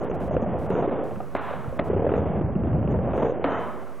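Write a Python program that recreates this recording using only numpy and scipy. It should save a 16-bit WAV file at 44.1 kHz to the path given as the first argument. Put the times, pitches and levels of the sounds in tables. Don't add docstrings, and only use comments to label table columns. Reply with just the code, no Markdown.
import sys
import numpy as np
from scipy import signal
from scipy.fft import rfft, irfft, next_fast_len
from scipy.io import wavfile
from scipy.ndimage import uniform_filter1d

SR = 44100
rng = np.random.default_rng(int(sys.argv[2]) if len(sys.argv) > 2 else 0)


def how_loud(loudness_db):
    steps = np.asarray(loudness_db, float) / 20
    return 10 ** steps


def master_out(mix):
    frames = np.transpose(np.atleast_2d(mix))
    ceiling = np.clip(frames, -1, 1)
    pcm = np.round(ceiling * 32767).astype(np.int16)
    wavfile.write(sys.argv[1], SR, pcm)


N = 176400


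def in_time(rows):
    s, *columns = np.transpose(rows)
    return [np.interp(np.arange(N) / SR, s, column) for column in columns]


def at_hz(points, hz):
    table_hz, value = np.array(points).T[:2]
    return np.interp(np.log(hz + 1), np.log(table_hz), value)


def rms_one(x):
    return x / np.sqrt(np.mean(x ** 2) + 1e-20)


def band_filter(x, order, hz, kind):
    return signal.sosfilt(signal.butter(order, hz, kind, fs=SR, output="sos"), x)


def coloured(x, spectrum):
    size = next_fast_len(len(x) + SR // 2)
    log_gain = at_hz(spectrum, np.fft.rfftfreq(size, 1 / SR)) * np.log(10) / 20
    cepstrum = irfft(log_gain, size)
    cepstrum[1:size // 2] *= 2
    cepstrum[size // 2 + 1:] = 0
    response = np.exp(rfft(cepstrum))
    return rms_one(irfft(rfft(x, size) * response, size)[:len(x)])


def drift(rate):
    r = np.exp(-80 * np.pi * rate / SR)
    white = rng.standard_normal(N // 40 + 2002)
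    slow = signal.lfilter([1], [1, -2 * r, r * r], white)[2000:]
    return np.interp(np.arange(N) / 40, np.arange(len(slow)), rms_one(slow))


def clicks(s, db):
    out = np.full(N, 1e-18)
    np.add.at(out, (np.asarray(s) * SR).astype(int), how_loud(np.asarray(db)))
    return out


def ring(x, hz, t60):
    r, w = how_loud(-60 / (t60 * SR)), 2 * np.pi * hz / SR
    return signal.lfilter([0, np.sin(w)], [1, -2 * r * np.cos(w), r * r], x)


def soft(x, hz):
    return band_filter(x, 2, min(hz, 8000), "low")


def cracks(s, db):
    decay_s, level_db = 0.003, 0.5
    shape = signal.lfilter([1], [1, -np.exp(-1 / (decay_s * SR))], clicks(s, db + level_db))
    return band_filter(shape * rng.standard_normal(N), 2, [250, 1500], "band")


def gate(spans):
    t = np.arange(N) / SR
    inside = sum((t >= a) & (t <= b) for a, b in spans).astype(float)
    return uniform_filter1d(inside, size=200)


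def held(s, hold, db, fade_db):
    t = np.arange(N) / SR
    start = np.clip((t - s) / 0.00097, 0, 1)
    return start * how_loud(db - fade_db * np.clip(t - s - hold, 0, 4))


# time in seconds, level on the flat in dB, level on the curved wall in dB.
WHEEL_LOAD = [(0, -37.5, -28), (.24, -32.5, -31.5), (.38, -29, -26.5), (.6, -32.5, -31.5), (.76, -31, -25),
              (.95, -50.5, -26.5), (1.15, -40, -35), (1.33, -47, -45.5), (1.75, -40.5, -39),
              (1.95, -27.5, -28), (2.15, -28, -24), (2.5, -28, -35), (2.75, -25.5, -36.5),
              (3.02, -26.5, -33.5), (3.2, -32, -22), (3.33, -40.5, -25.5), (3.5, -38.5, -35),
              (4.0, -60.5, -46)]
# frequency in Hz, level in dB per Hz.
FLAT_COLOUR = [(30, -21.5), (60, -7.5), (100, -5.5), (200, -4), (330, -12), (700, -21), (1500, -46.5),
               (3200, -65), (4200, -89), (8000, -125)]
# frequency in Hz, level in dB per Hz.
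WALL_COLOUR = [(18, -38), (30, -21.5), (92, -17.5), (236, -5.5), (393, -4.5), (523, -3.5), (696, -8),
               (1180, -21), (3950, -47.5), (5140, -79.5), (8690, -120)]


def rolling():
    flat_trim_db, wall_trim_db = 1.5, -1
    bumps_per_s, bump_spread_db, bump_db = 140, 3.0, -10
    wobble_db, wobble_per_s = 1.5, 10
    lift_s, lift_db = .009, -8
    flat_db, wall_db = in_time(WHEEL_LOAD)
    sizes = how_loud(bump_spread_db * np.minimum(rng.exponential(1, N), 3)) * rng.choice([-1, 1], N)
    bumps = rms_one(sizes * (rng.random(N) < bumps_per_s / SR))
    unloaded = gate([(s - lift_s, s) for s, *_ in SEAM_CROSSINGS])
    road = rng.standard_normal(N) + how_loud(bump_db) * bumps
    road = road * how_loud(wobble_db * drift(wobble_per_s) + lift_db * unloaded)
    boom_db = -32.5 + 2.3 * (flat_db - flat_db.max())
    boom = how_loud(boom_db) * rms_one(ring(road, hz=96, t60=0.4))
    flat = how_loud(flat_db + flat_trim_db) * coloured(road, FLAT_COLOUR)
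    wall = how_loud(wall_db + wall_trim_db) * coloured(road, WALL_COLOUR)
    return boom + flat + wall


# time in seconds, peak level in dB, knock frequency in Hz, tick level in dB relative to the knock.
SEAM_CROSSINGS = [(0.009, -28.5, 380, -13), (0.098, -16, 474, -14), (0.113, -16.5, 410, -7.5),
                  (0.31, -16, 620, -16), (0.366, -8.5, 507, -10.5), (0.396, -23.5, 464, -21),
                  (0.421, -15, 567, -21), (0.461, -18, 602, -19), (0.703, -11.5, 427, -9.5),
                  (0.752, -12, 433, -7), (0.761, -17.5, 420, -24), (0.823, -12, 437, -18),
                  (0.875, -15.5, 402, -20), (0.908, -25, 440, -27), (1.109, -27.5, 750, -3),
                  (1.158, -27.5, 510, 0.5), (1.203, -18.5, 737, -17), (1.206, -30, 480, -4),
                  (1.726, -21, 530, -23), (1.856, -23.5, 402, -25), (1.9, -12, 422, -23),
                  (1.932, -17.5, 498, -34), (1.963, -12, 393, -31), (1.993, -14.5, 487, -21),
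                  (2.02, -13, 467, -22), (2.044, -13, 470, -32), (2.066, -9, 563, -24),
                  (2.091, -13.5, 528, -8), (2.117, -8.5, 392, -16.5), (2.138, -10.5, 470, -8.5),
                  (2.178, -11.5, 495, -14), (2.218, -14, 453, -18), (2.256, -16, 388, -21),
                  (2.411, -14, 348, -15), (2.553, -18.5, 361, -9.5), (2.635, -17.5, 296, -10.5),
                  (2.728, -22, 320, -6), (2.827, -22.5, 579, -7), (2.94, -18.5, 456, -16.5),
                  (2.989, -15.5, 510, -11), (2.67, -15, 279, -13), (2.812, -28, 555, -26),
                  (2.875, -19.5, 584, -3.5), (3.133, -16.5, 606, -5), (3.177, -15, 503, -6.5),
                  (3.221, -20, 520, -20), (3.247, -14.5, 494, -16), (3.283, -13, 500, -19),
                  (3.296, -16, 481, -26), (3.321, -14, 520, -25), (3.396, -17, 440, -27)]


def seams():
    wheel_soft_hz, tick_soft_hz = 900, 3200
    tick_lag_s, tick_t60_s = .001, 0.014
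    s, db, hz, tick_db = np.transpose(SEAM_CROSSINGS)
    knocks = sum(ring(clicks([a], [b]), c, t60=0.035) for a, b, c in zip(s, db, hz))
    taps = clicks(s + tick_lag_s, db + tick_db - 8)
    wheel_tick = ring(taps, 1350, tick_t60_s)
    axle_tick = how_loud(-11) * ring(taps, 2800, tick_t60_s)
    ticks = wheel_tick - axle_tick + cracks(s, db + tick_db)
    return soft(ticks, tick_soft_hz) - soft(knocks, wheel_soft_hz)


# time in seconds, peak level in dB, frequency in Hz, 60 dB decay time in seconds.
BOOMS_AND_PINGS = [(0.114, -32, 171, 0.081), (0.167, -38, 150, .07), (0.36, -11.5, 130, 0.043),
                   (0.424, -18, 225, 0.11), (0.757, -28, 189, 0.13), (1.169, -26.5, 206, 0.13),
                   (1.204, -35, 1210, 0.058), (1.351, -19.5, 375, .04), (1.365, -25, 2090, 0.013),
                   (1.529, -31, 1520, .03), (1.501, -31, 80, 0.065), (1.644, -28, 1340, 0.019),
                   (1.676, -18, 136, 0.039), (1.695, -28, 59, .1), (1.792, -15.5, 190, 0.033),
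                   (1.796, -20, 387, 0.048), (2.433, -17.5, 95.4, 0.14), (2.56, -12, 197, 0.081),
                   (2.621, -17, 120, .1), (2.705, -18, 101.4, 0.22), (2.68, -19.5, 152, 0.096),
                   (2.735, -13.5, 150.5, 0.14), (2.777, -14, 111, .12), (2.99, -19, 199, 0.085),
                   (3.442, -21, 275, 0.27), (3.444, -28, 1280, .035), (3.441, -39, 2370, .025),
                   (3.447, -48.5, 3060, 0.21), (3.625, -50, 3060, 0.18), (3.669, -27.5, 258, 0.081),
                   (3.7, -32.5, 1280, 0.17), (3.871, -37, 1350, .04), (3.89, -42, 1310, .06)]


def thuds():
    return -sum(soft(ring(clicks([s], [db]), hz, t60), 2 * hz) for s, db, hz, t60 in BOOMS_AND_PINGS)


# time in seconds, peak level in dB, share sent to the hall in dB, contact hardness in Hz.
LIP_BLOWS = [(1.35, -12.5, -15, 3000), (1.395, -25, -18, 1500), (1.509, -22.5, -32, 1500),
             (1.535, -21, -30.5, 1500), (1.7884, -25, -24.5, 900), (1.7922, -12.5, -27, 1020),
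             (1.7953, -13, -16.5, 990), (1.81, -24.5, -32, 1300), (3.442, -9.5, -9, 3000),
             (3.448, -16, -20, 3000), (3.52, -17.5, -4.5, 1190)]
# frequency in Hz, level in dB, 60 dB decay time in seconds.
DECK_MODES = [(280, -3, .04), (430, 0, .03), (560, 0, .03), (720, -3, .025), (1000, -8, .02),
              (1500, -13, .015), (2100, -19, .012)]


def clacks():
    chance_db = 2 * rng.standard_normal((len(LIP_BLOWS), len(DECK_MODES)))
    out = 0
    for (s, db, _, hard_hz), row_db in zip(LIP_BLOWS, chance_db):
        blow = soft(clicks([s], [db]), hard_hz)
        for k, (hz, level_db, t60) in enumerate(DECK_MODES):
            out = out + how_loud(level_db - 4 + row_db[k]) * ring(blow, hz, t60) * (-1) ** k
    return out + cracks(*np.transpose(LIP_BLOWS)[:2])


# start in seconds, hold in seconds, level in dB, fade in dB per second.
LIP_GRINDS = [
    (1.351, 0.14, -38.5, 63),
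    (3.454, 0.14, -33.5, 62),
    (.722, .07, -43, 120),
    (3.16, .11, -45, 120),
]
GRIND_SHEEN_DB = [8, -6, -9.5, -13.5]
# frequency in Hz, level in dB per Hz.
GRIND_COLOUR = [(250, -26.5), (500, -3.5), (1000, -2.5), (1600, -12), (2200, -20), (3200, -26.5),
                (4200, -31), (5200, -58.5), (8000, -110)]
# start in seconds, hold in seconds, level in dB, fade in dB per second.
PIPE_SINGING = (3.45, .2, -57, 90)


def grinds():
    pipe_hz, pipe_t60_s = 3060, .12
    grit = how_loud(-0.5 * drift(30)) * coloured(rng.standard_normal(N), GRIND_COLOUR)
    sheen = band_filter(grit, 2, 1810, "high")
    pipe = rms_one(ring(ring(grit, pipe_hz, pipe_t60_s), pipe_hz, pipe_t60_s))
    out = held(*PIPE_SINGING) * pipe
    for row, sheen_db in zip(LIP_GRINDS, GRIND_SHEEN_DB):
        out = out + held(*row) * (grit - how_loud(sheen_db) * sheen)
    return out


# frequency in Hz, level in dB per Hz.
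HALL_COLOUR = [(50, -44), (150, -5.5), (300, 3), (650, 2.5), (1300, -4.5), (2200, -16.5), (3200, -30.5),
               (4200, -44.5), (5200, -75.5), (8000, -120)]
# frequency in Hz, 60 dB decay time in seconds.
HALL_DECAY = [(150, 1.6), (500, 1.09), (1200, 1), (2500, 0.8), (4500, 0.83)]


def hall():
    gap_s, rise_s, seam_share_db = 0.0039, 0.0067, -32
    t = np.arange(2 * SR) / SR
    edges_hz = 50 * 2 ** np.arange(0, 7.1, .5)
    white = coloured(rng.standard_normal(len(t)), HALL_COLOUR)
    tail = 0
    for low, high in zip(edges_hz, edges_hz[1:]):
        t60 = at_hz(HALL_DECAY, np.sqrt(low * high))
        tail = tail + band_filter(white, 2, [low, high], "band") * how_loud(-60 * t / t60)
    tail = tail * np.clip((t - gap_s) / rise_s, 0, 1)
    s, db, share_db, _ = np.transpose(LIP_BLOWS)
    knock_s, knock_db = np.transpose(SEAM_CROSSINGS)[:2]
    blows = clicks(s, db + share_db) + clicks(knock_s, knock_db + seam_share_db)
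    return signal.fftconvolve(blows, tail)[:N]


# frequency in Hz, level in dB per Hz.
MURMUR_COLOUR = [(18, -27.5), (30, -8.5), (314, -9), (820, -24), (965, -16.5), (1050, -3), (3950, -35.5),
                 (5140, -68), (8690, -120)]


def murmur():
    return how_loud(-50.5) * coloured(rng.standard_normal(N), MURMUR_COLOUR)


def scene():
    ramp = rolling() + seams() + thuds()
    lip = clacks() + hall() + grinds()
    return np.tile(ramp + lip + murmur(), (2, 1))


def without_faint_treble(x):
    floor_db, always_kept_hz, band_bins = -87, 2600, 14
    frame = dict(nperseg=2048, noverlap=1024, window=np.sqrt(signal.get_window("hann", 2048)))
    hz, _, z = signal.stft(x[0], SR, **frame)
    power = uniform_filter1d(np.abs(z) ** 2, size=band_bins, axis=0)
    power = power[::band_bins].repeat(band_bins, axis=0)[:len(hz)]
    threshold = how_loud(2 * floor_db + 5.0 * rng.standard_normal(z.shape[1]))
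    strong = (power > threshold) | (hz[:, None] < always_kept_hz)
    kept = np.maximum.accumulate(strong[::-1], axis=0)[::-1]
    return signal.istft(z * kept, SR, **frame)[1][:N]


# start in seconds, end in seconds.
BEARING_SPANS = [(0.0, .03), (.095, .115), (.31, .35), (.415, .44), (.72, .82), (2.16, 2.19),
                 (2.905, 2.925), (3.14, 3.32), (3.5, 3.6)]


def bearings(white):
    centre_hz, width_hz = 6450, 1280
    edges_hz = [centre_hz - width_hz / 2, centre_hz + width_hz / 2]
    return how_loud(-70.5) * gate(BEARING_SPANS) * rms_one(band_filter(white, 4, edges_hz, "band"))


# start in seconds, end in seconds.
HISS_AUDIBLE = [(.03, .05), (.14, .16), (.2, .285), (.585, .67), (.695, .715), (1.035, 1.375), (1.41, 1.78),
                (1.84, 1.89), (3.165, 3.185), (3.595, 4.0)]


def tape_hiss(white, side_white):
    hiss = how_loud(-61.5) * band_filter(white, 1, 11000, "low")
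    scan = how_loud(-87) * np.sin(2 * np.pi * 15625 * np.arange(N) / SR)
    side = how_loud(-78) * side_white * [[1], [-1]]
    return gate(HISS_AUDIBLE) * (hiss + scan + side)


def roll_off(x):
    return signal.sosfilt(signal.butter(12, 15760, fs=SR, output="sos"), x)


CHANNEL_OFFSET = [
    [.0077],
    [-.0253],
]


def record(dry):
    peak_limit = .45
    x = band_filter(dry, 6, 3720, "low")
    x = band_filter(x, 4, 44, "high")
    white = rng.standard_normal((3, N))
    x = x + (1 - gate(HISS_AUDIBLE)) * (without_faint_treble(x) - x)
    rounded = peak_limit * np.tanh(x / peak_limit)
    mix = rounded + tape_hiss(white[0], white[1]) + bearings(white[2]) + np.array(CHANNEL_OFFSET)
    return roll_off(mix)


dry = scene()
out = record(dry)
master_out(out)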